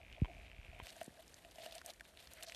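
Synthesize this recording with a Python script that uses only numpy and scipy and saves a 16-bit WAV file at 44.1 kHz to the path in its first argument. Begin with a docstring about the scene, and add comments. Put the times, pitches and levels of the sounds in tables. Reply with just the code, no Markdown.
"""Muffled rubbing and one soft bump come first, over a low rumble and a faint mains-rate buzz.
Close to the microphone, hands are peeling a leathery egg shell off a wet hatchling.
The membrane crinkles, pops and squelches; the shell snaps in tiny clicks and its hollow rings near 660 Hz.
After 0.83 s the treble opens, and the rumble and buzz give way to thin hiss."""
import sys
import numpy as np
from scipy import signal
from scipy.fft import rfft, irfft
from scipy.io import wavfile
from scipy.ndimage import uniform_filter1d

SR = 44100
rng = np.random.default_rng(int(sys.argv[2]) if len(sys.argv) > 2 else 0)


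def wav_out(sig):
    """Save sig, one row per channel (or a flat mono array), as 16-bit PCM at SR to the path in sys.argv[1]."""
    wavfile.write(sys.argv[1], SR, np.round(np.clip(np.atleast_2d(sig).T, -1, 1) * 32767).astype(np.int16))


N = 112454

# The shell breaking, close to the microphone. Each row: start in seconds, level in dB,
# centre in Hz, decay in ms, level of the hollow's ring in dB.
SHELL_SNAPS = [(0.127, -40, 3000, 0.37, -72), (0.5148, -49.5, 2400, 1.4, -82),
               (0.6484, -49.5, 2300, 1.1, -82), (.7315, -57, 2280, 0.86, -64),
               (0.869, -43, 2380, 1.2, -53.5), (0.9034, -47.5, 4200, 1.3, -77),
               (0.9647, -53, 5500, 0.87, -52), (1.0132, -42.5, 1880, 1.3, -37.5),
               (1.0298, -50, 9000, 2.1, -67), (1.0428, -52, 8900, 2.2, -60), (1.0620, -54, 8150, 1.7, -75),
               (1.279, -53.5, 6030, 1.3, -81), (1.3425, -47, 5340, 1.04, -64),
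               (1.4483, -50, 2000, 1.5, -54.5), (1.5120, -51.5, 5600, 0.53, -74),
               (1.5575, -53, 4100, 1.3, -57), (1.5836, -51, 2420, 2.4, -46), (1.6548, -59, 6000, 1.2, -62),
               (1.6610, -47, 3300, 2.3, -41.5), (1.711, -49.5, 3650, 1.4, -73),
               (1.7230, -45.5, 3350, 1.6, -50.5), (1.7280, -53, 3200, 1.5, -63),
               (1.7524, -43.5, 6760, 0.76, -52.5), (1.7812, -43.5, 3620, 0.9, -55.5),
               (1.7913, -53, 3800, 0.86, -80), (1.8151, -47, 1530, 2, -74), (1.8445, -61, 1990, 1.3, -54),
               (1.8618, -35, 9700, 0.38, -54.5), (1.8990, -47, 4360, 1.3, -51.5),
               (1.9028, -44, 3900, 2.1, -53), (1.9356, -54.5, 5870, 1.9, -70),
               (1.9970, -51.5, 2390, 1.3, -65), (2.0082, -41.5, 1600, 1.2, -62),
               (2.1728, -48, 3230, 1.1, -82), (2.2264, -55.5, 4000, 1., -71),
               (2.2727, -47.5, 3900, 0.83, -68), (2.3349, -44.5, 9100, 0.86, -60),
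               (2.4260, -41.5, 3520, 1.3, -56), (2.432, -38.5, 9500, 0.77, -65),
               (2.4356, -44.5, 4650, 1.1, -54.5), (2.4833, -48.5, 4260, 1.9, -80),
               (2.4859, -51, 4700, 1.8, -60), (2.4974, -39.5, 2830, 0.55, -56.5),
               (2.5215, -39, 2470, 0.59, -76), (2.5472, -43, 3470, 1.7, -57)]
def snaps(attack_ms=.11, width_share=.74, splinter_db=-4.5, flesh_db=-16.5):
    """Each snap is about a millisecond of tearing that rings a flake of shell and knocks the hollow."""
    cracks, hollow = np.zeros(N), np.zeros(N)
    ms = np.arange(2048) / SR * 1000
    tap = 1. * (ms == 0)
    air = steep_ring(tap, hz=659.4, width_hz=106)
    flesh = steep_ring(tap, hz=248, width_hz=248)  # dull push of the soft body underneath
    knock = air / air.max() + undb(flesh_db) * flesh / flesh.max()
    for start_s, db, hz, decay_ms, hollow_db in SHELL_SNAPS:
        envelope = (1 - np.exp(-ms / attack_ms)) * np.exp(-ms / decay_ms)
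        tear = rng.standard_normal(len(ms)) * envelope
        flake = unit(steep_ring(tear, hz, hz * width_share))
        splinter = undb(splinter_db) * unit(ring(tear, hz, 3000 + hz))
        rms_over_peak = np.sqrt(np.mean(envelope ** 2)) / envelope.max()
        add(cracks, start_s, undb(db) * unit(flake + splinter) * rms_over_peak)
        add(hollow, start_s, undb(hollow_db) * knock)
    return cupped_hands(cracks) + hollow


def cupped_hands(cracks, db=-11, decay_ms=2.4):
    """The hands around the egg scatter each crack for a few milliseconds."""
    ms = np.arange(1024) / SR * 1000
    tail = rng.standard_normal(len(ms)) * (1 - np.exp(-ms)) * np.exp(-ms / decay_ms)
    return cracks + undb(db) * signal.fftconvolve(cracks, tail / np.linalg.norm(tail))[:N]


# The membrane's tone at close range. Each row: frequency in Hz, relative level in dB.
MEMBRANE_SPECTRUM = [(200, -56.5), (500, 6), (950, -1), (1200, -6.5), (1550, -0.5), (2200, -0.5),
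                     (3100, 1.5), (4200, 0), (5500, -10), (9300, -3), (10400, -11), (12200, -6),
                     (13500, -5.5)]
# Its crinkling as the fingers pull. Each row: time in seconds, level in dB.
CRINKLE_LEVELS = [(0, -71), (.66, -68), (.78, -66), (.86, -56), (.92, -63.5), (1.0, -60), (1.10, -68),
                  (1.19, -66), (1.25, -68.5), (1.36, -67.5), (1.50, -69), (1.60, -62), (1.62, -60.5),
                  (1.665, -54), (1.695, -62.5), (1.765, -55), (1.835, -70.5), (1.895, -56), (1.925, -68.5),
                  (2.03, -76.5), (2.05, -64), (2.15, -71), (2.195, -64), (2.30, -65.5), (2.38, -63),
                  (2.42, -57.5), (2.445, -55.5), (2.46, -66), (2.49, -61.5), (2.55, -60.5)]
def crinkling(pop_db=-5):
    """The wet membrane crinkles and pops as it peels away."""
    fractures = unit(colour(grains(), MEMBRANE_SPECTRUM))
    return (fractures + undb(pop_db) * wet_pops()) * curve(CRINKLE_LEVELS)


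def grains(per_s=5000, spread_db=4, slip_db=3.5):
    """Dense micro-fractures of very unequal size, bunched by stick and slip."""
    hits = rng.random(N) < per_s / SR
    sizes = undb(spread_db * np.minimum(rng.exponential(size=N), 4))
    signs = rng.choice([-1, 1], N)
    return hits * sizes * signs * undb(slip_db * waver(per_s=99))


def wet_pops(per_s=800, low_hz=1600, high_hz=6500, decay_cycles=3.5, spread_db=4):
    """Tiny films of moisture part, each ringing for a few cycles at its own pitch."""
    out, t = np.zeros(N), np.arange(1024) / SR
    draws = rng.random((4000, 3))
    for when, pitch, size in draws[:int(per_s * N / SR)]:
        cycles = t * low_hz * (high_hz / low_hz) ** pitch
        gain = undb(-spread_db * np.log(max(size, .03)))
        add(out, when * N / SR, gain * np.sin(2 * np.pi * cycles) * np.exp(-cycles / decay_cycles))
    return unit(out)


# Rubbing on the shell, close up. 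Each row: time in seconds, level in dB.
RUB_LEVELS = [(0, -57.5), (.12, -107), (.18, -53.5), (.24, -95), (.295, -55.5), (.33, -68), (.62, -76.5),
              (.74, -63), (.82, -71), (.87, -61.5), (.92, -68.5), (.97, -71.5), (1.11, -74), (1.2, -59),
              (1.25, -87), (1.40, -75), (1.47, -63.5), (1.51, -85), (1.63, -57.5), (1.70, -65),
              (1.775, -59), (1.815, -94), (1.893, -52), (1.93, -77.5), (2.12, -74), (2.21, -71),
              (2.29, -80), (2.39, -61), (2.44, -62.5), (2.465, -66.5), (2.5, -60), (2.55, -68.5)]
def rubbing():
    """Stick and slip sounds the hollow of the shell."""
    return unit(steep_ring(grains(), hz=660, width_hz=106)) * curve(RUB_LEVELS)


# Wet slides between the fingers. Each row: start in seconds, length in seconds,
# level in dB, centre in Hz, width in Hz.
MEMBRANE_SLIDES = [(0.131, .045, -65, 3070, 2200), (0.453, 0.022, -59, 3100, 2500),
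                   (0.822, 0.028, -79, 3670, 4550), (0.988, 0.02, -67, 4020, 3000),
                   (1.607, 0.022, -56, 3320, 2980), (1.625, 0.033, -57.5, 3200, 3500),
                   (2.041, 0.016, -64, 3400, 3500), (2.185, 0.039, -63, 3100, 3500),
                   (2.368, 0.046, -60.5, 1870, 1400), (0.879, 0.027, -57.5, 3400, 3500),
                   (2.462, 0.048, -56.5, 4600, 2750)]
def squelches():
    """The membrane slides briefly: dense grains in one broad resonance."""
    out = np.zeros(N)
    for start_s, length_s, db, hz, width_hz in MEMBRANE_SLIDES:
        envelope = np.sqrt(np.abs(arch(length_s)))
        slide = unit(steep_ring(grains(), hz, width_hz))[:len(envelope)]
        add(out, start_s, undb(db) * envelope * slide)
    return out


# The modes of the knocked shell. Each row: frequency in Hz, relative level in dB, decay in ms.
SHELL_MODES = [(415, -13, 1.1), (1010, -6, 2.8), (1400, -5, 0.38), (2300, 0.5, 0.57), (3110, -9.5, 2.3)]
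# Knocks just in front of the microphone. Each row: start in seconds, level in dB.
FINGER_KNOCKS = [(0.2471, -37.5), (0.2565, -41), (0.8006, -36.5), (0.811, -50)]
def knocks():
    """The shell strikes the fingers with a woody tick, its body near 1 kHz."""
    out, t = np.zeros(N), np.arange(2048) / SR
    body = sum(undb(db) * np.sin(2 * np.pi * hz * t) * np.exp(-1000 * t / decay_ms)
               for hz, db, decay_ms in SHELL_MODES)
    for start_s, db in FINGER_KNOCKS:
        add(out, start_s, undb(db) * body)
    return out


# Bumps near the microphone, the first by far the loudest. Each row: start in seconds,
# level in dB, starting pitch in Hz, decay in ms.
HAND_BUMPS = [(0.2186, -17.5, 326, 12), (.588, -41.5, 100, 22), (0.687, -46, 102, 26),
              (0.823, -40, 132, 13.6), (1.0787, -29.5, 620, 2.6)]
def bumps(rise_ms=3.06, period_growth=.82):
    """The hand lands with a dull thud whose pitch sinks as it dies away."""
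    out, t = np.zeros(N), np.arange(SR // 5) / SR
    ms = t * 1000
    for start_s, db, hz, decay_ms in HAND_BUMPS:
        period_s = 1 / hz + period_growth * t
        cycles = np.cumsum(1 / period_s) / SR
        envelope = (1 - np.exp(-ms / rise_ms)) * np.exp(-ms / decay_ms)
        add(out, start_s, -undb(db) * np.sin(2 * np.pi * cycles) * envelope)
    return out


# Faint tones just after the first bump. Each row: start in seconds, length in seconds,
# level in dB, starting pitch in Hz, final pitch in Hz.
FALLING_TONES = [(0.263, .08, -61.5, 477, 219), (0.276, 0.038, -55.5, 776, 660)]
def glides():
    """Soft tones swell and fade as they fall."""
    out = np.zeros(N)
    for start_s, length_s, db, start_hz, end_hz in FALLING_TONES:
        envelope = arch(length_s)
        cycles = np.cumsum(np.geomspace(start_hz, end_hz, len(envelope))) / SR
        add(out, start_s, undb(db) * envelope * np.sin(2 * np.pi * cycles))
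    return out


def handling(db=-73.5, waver_db=5.5):
    """Hands moving near the microphone make a patchy low rumble."""
    rumble = steep_ring(rng.standard_normal(N), hz=61.3, width_hz=54)
    return undb(db) * unit(rumble * undb(waver_db * waver(per_s=16)))


def buzz(mains_hz=60, jitter_s=.0009, db=-65):
    """Faint, slightly uneven electrical ticks at the mains rate."""
    times_s = np.arange(.0152, N / SR, 1 / mains_hz)
    times_s += jitter_s * rng.standard_normal(len(times_s))
    ticks = np.zeros(N)
    ticks[np.clip(times_s * SR, 0, N - 1).astype(int)] = 1
    return undb(db) * unit(steep_ring(ticks, hz=2380, width_hz=690))


# Behind the hands, first rumble and then hiss. Each row: frequency in Hz, relative level in dB.
RUMBLE_SPECTRUM = [(20, -23), (45, 5), (80, -5), (130, -11), (220, -18), (400, -21), (900, -25),
                   (1400, -32.5), (2400, -23.5), (3100, -28), (4000, -24), (13000, -33.5)]
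HISS_SPECTRUM = [(20, -11.5), (55, -3), (100, -8.5), (170, -10), (350, -10.5), (700, -15.5), (1100, -20),
                 (1700, -23.5), (3000, -36), (5500, -27.5), (9300, -29), (10400, -25.5), (13000, -40.5)]
def background(spectrum, db, waver_db):
    """A bed of noise whose level wavers gently."""
    return undb(db + waver_db * waver(per_s=14)) * unit(colour(rng.standard_normal(N), spectrum))


def undb(db):
    """Decibels to gain."""
    return 10 ** (np.asarray(db) / 20)


def unit(x):
    """Scale to rms 1."""
    return x / np.sqrt(np.mean(x ** 2))


def curve(rows):
    """Gain along rows of time in seconds and level in dB."""
    return undb(np.interp(np.arange(N) / SR, *np.array(rows).T))


def colour(x, spectrum, size=8192):
    """Minimum-phase filter through rows of frequency in Hz and level in dB."""
    hz, db = np.array(spectrum).T
    bins_hz = np.maximum(np.arange(size // 2 + 1) * SR / size, 1)
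    gains = undb(np.interp(np.log(bins_hz), np.log(hz), db))
    cepstrum = irfft(np.log(gains))
    cepstrum[1:size // 2] *= 2  # folding makes the filter causal
    cepstrum[size // 2 + 1:] = 0
    return signal.fftconvolve(x, irfft(np.exp(rfft(cepstrum))))[:len(x)]


def ring(x, hz, width_hz):
    """One resonance, gain 1 at its centre."""
    return signal.lfilter(*signal.iirpeak(hz, hz / min(width_hz, SR / 4), fs=SR), x)


def steep_ring(x, hz, width_hz):
    """A resonance applied twice: soft onset, dark skirts."""
    return ring(ring(x, hz, width_hz), hz, width_hz)


def waver(per_s):
    """Smooth random drift with a spread near 1."""
    hold = int(SR / per_s)
    steps = rng.standard_normal(N)[:N // hold + 1]
    return uniform_filter1d(np.repeat(steps, hold), hold)[:N]


def arch(length_s):
    """Rounded rise and fall."""
    return np.sin(np.linspace(0, np.pi, int(length_s * SR)))


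def add(out, start_s, sound):
    """Mix a sound in at its time."""
    i = int(start_s * SR)
    out[i:i + len(sound)] += sound[:N - i]


def scene(opens_s=.83, muffle_hz=3400, treble_leak_db=-10.5):
    """One close microphone: the peeling is muffled and buzzy at first, then bright over hiss."""
    egg = crinkling() + rubbing() + squelches() + snaps() + knocks() + bumps() + glides() + handling()
    early = egg + background(RUMBLE_SPECTRUM, db=-58, waver_db=1.3)
    dull = signal.sosfiltfilt(signal.butter(6, muffle_hz, fs=SR, output="sos"), early)
    muffled = dull + undb(treble_leak_db) * (early - dull) + buzz()
    bright = egg + background(HISS_SPECTRUM, db=-69.5, waver_db=1.4)
    opened = uniform_filter1d(1. * (np.arange(N) / SR > opens_s), size=256)
    return (muffled * (1 - opened) + bright * opened)[None]


def record(dry):
    """The recorder cuts the deepest bass and the top."""
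    low_cut = signal.butter(3, 28.7, "high", fs=SR, output="sos")
    high_cut = signal.ellip(9, .2, 60, 13200, fs=SR, output="sos")
    return signal.sosfilt(high_cut, signal.sosfiltfilt(low_cut, dry, padtype="even"))


dry = scene()
out = record(dry)
wav_out(out)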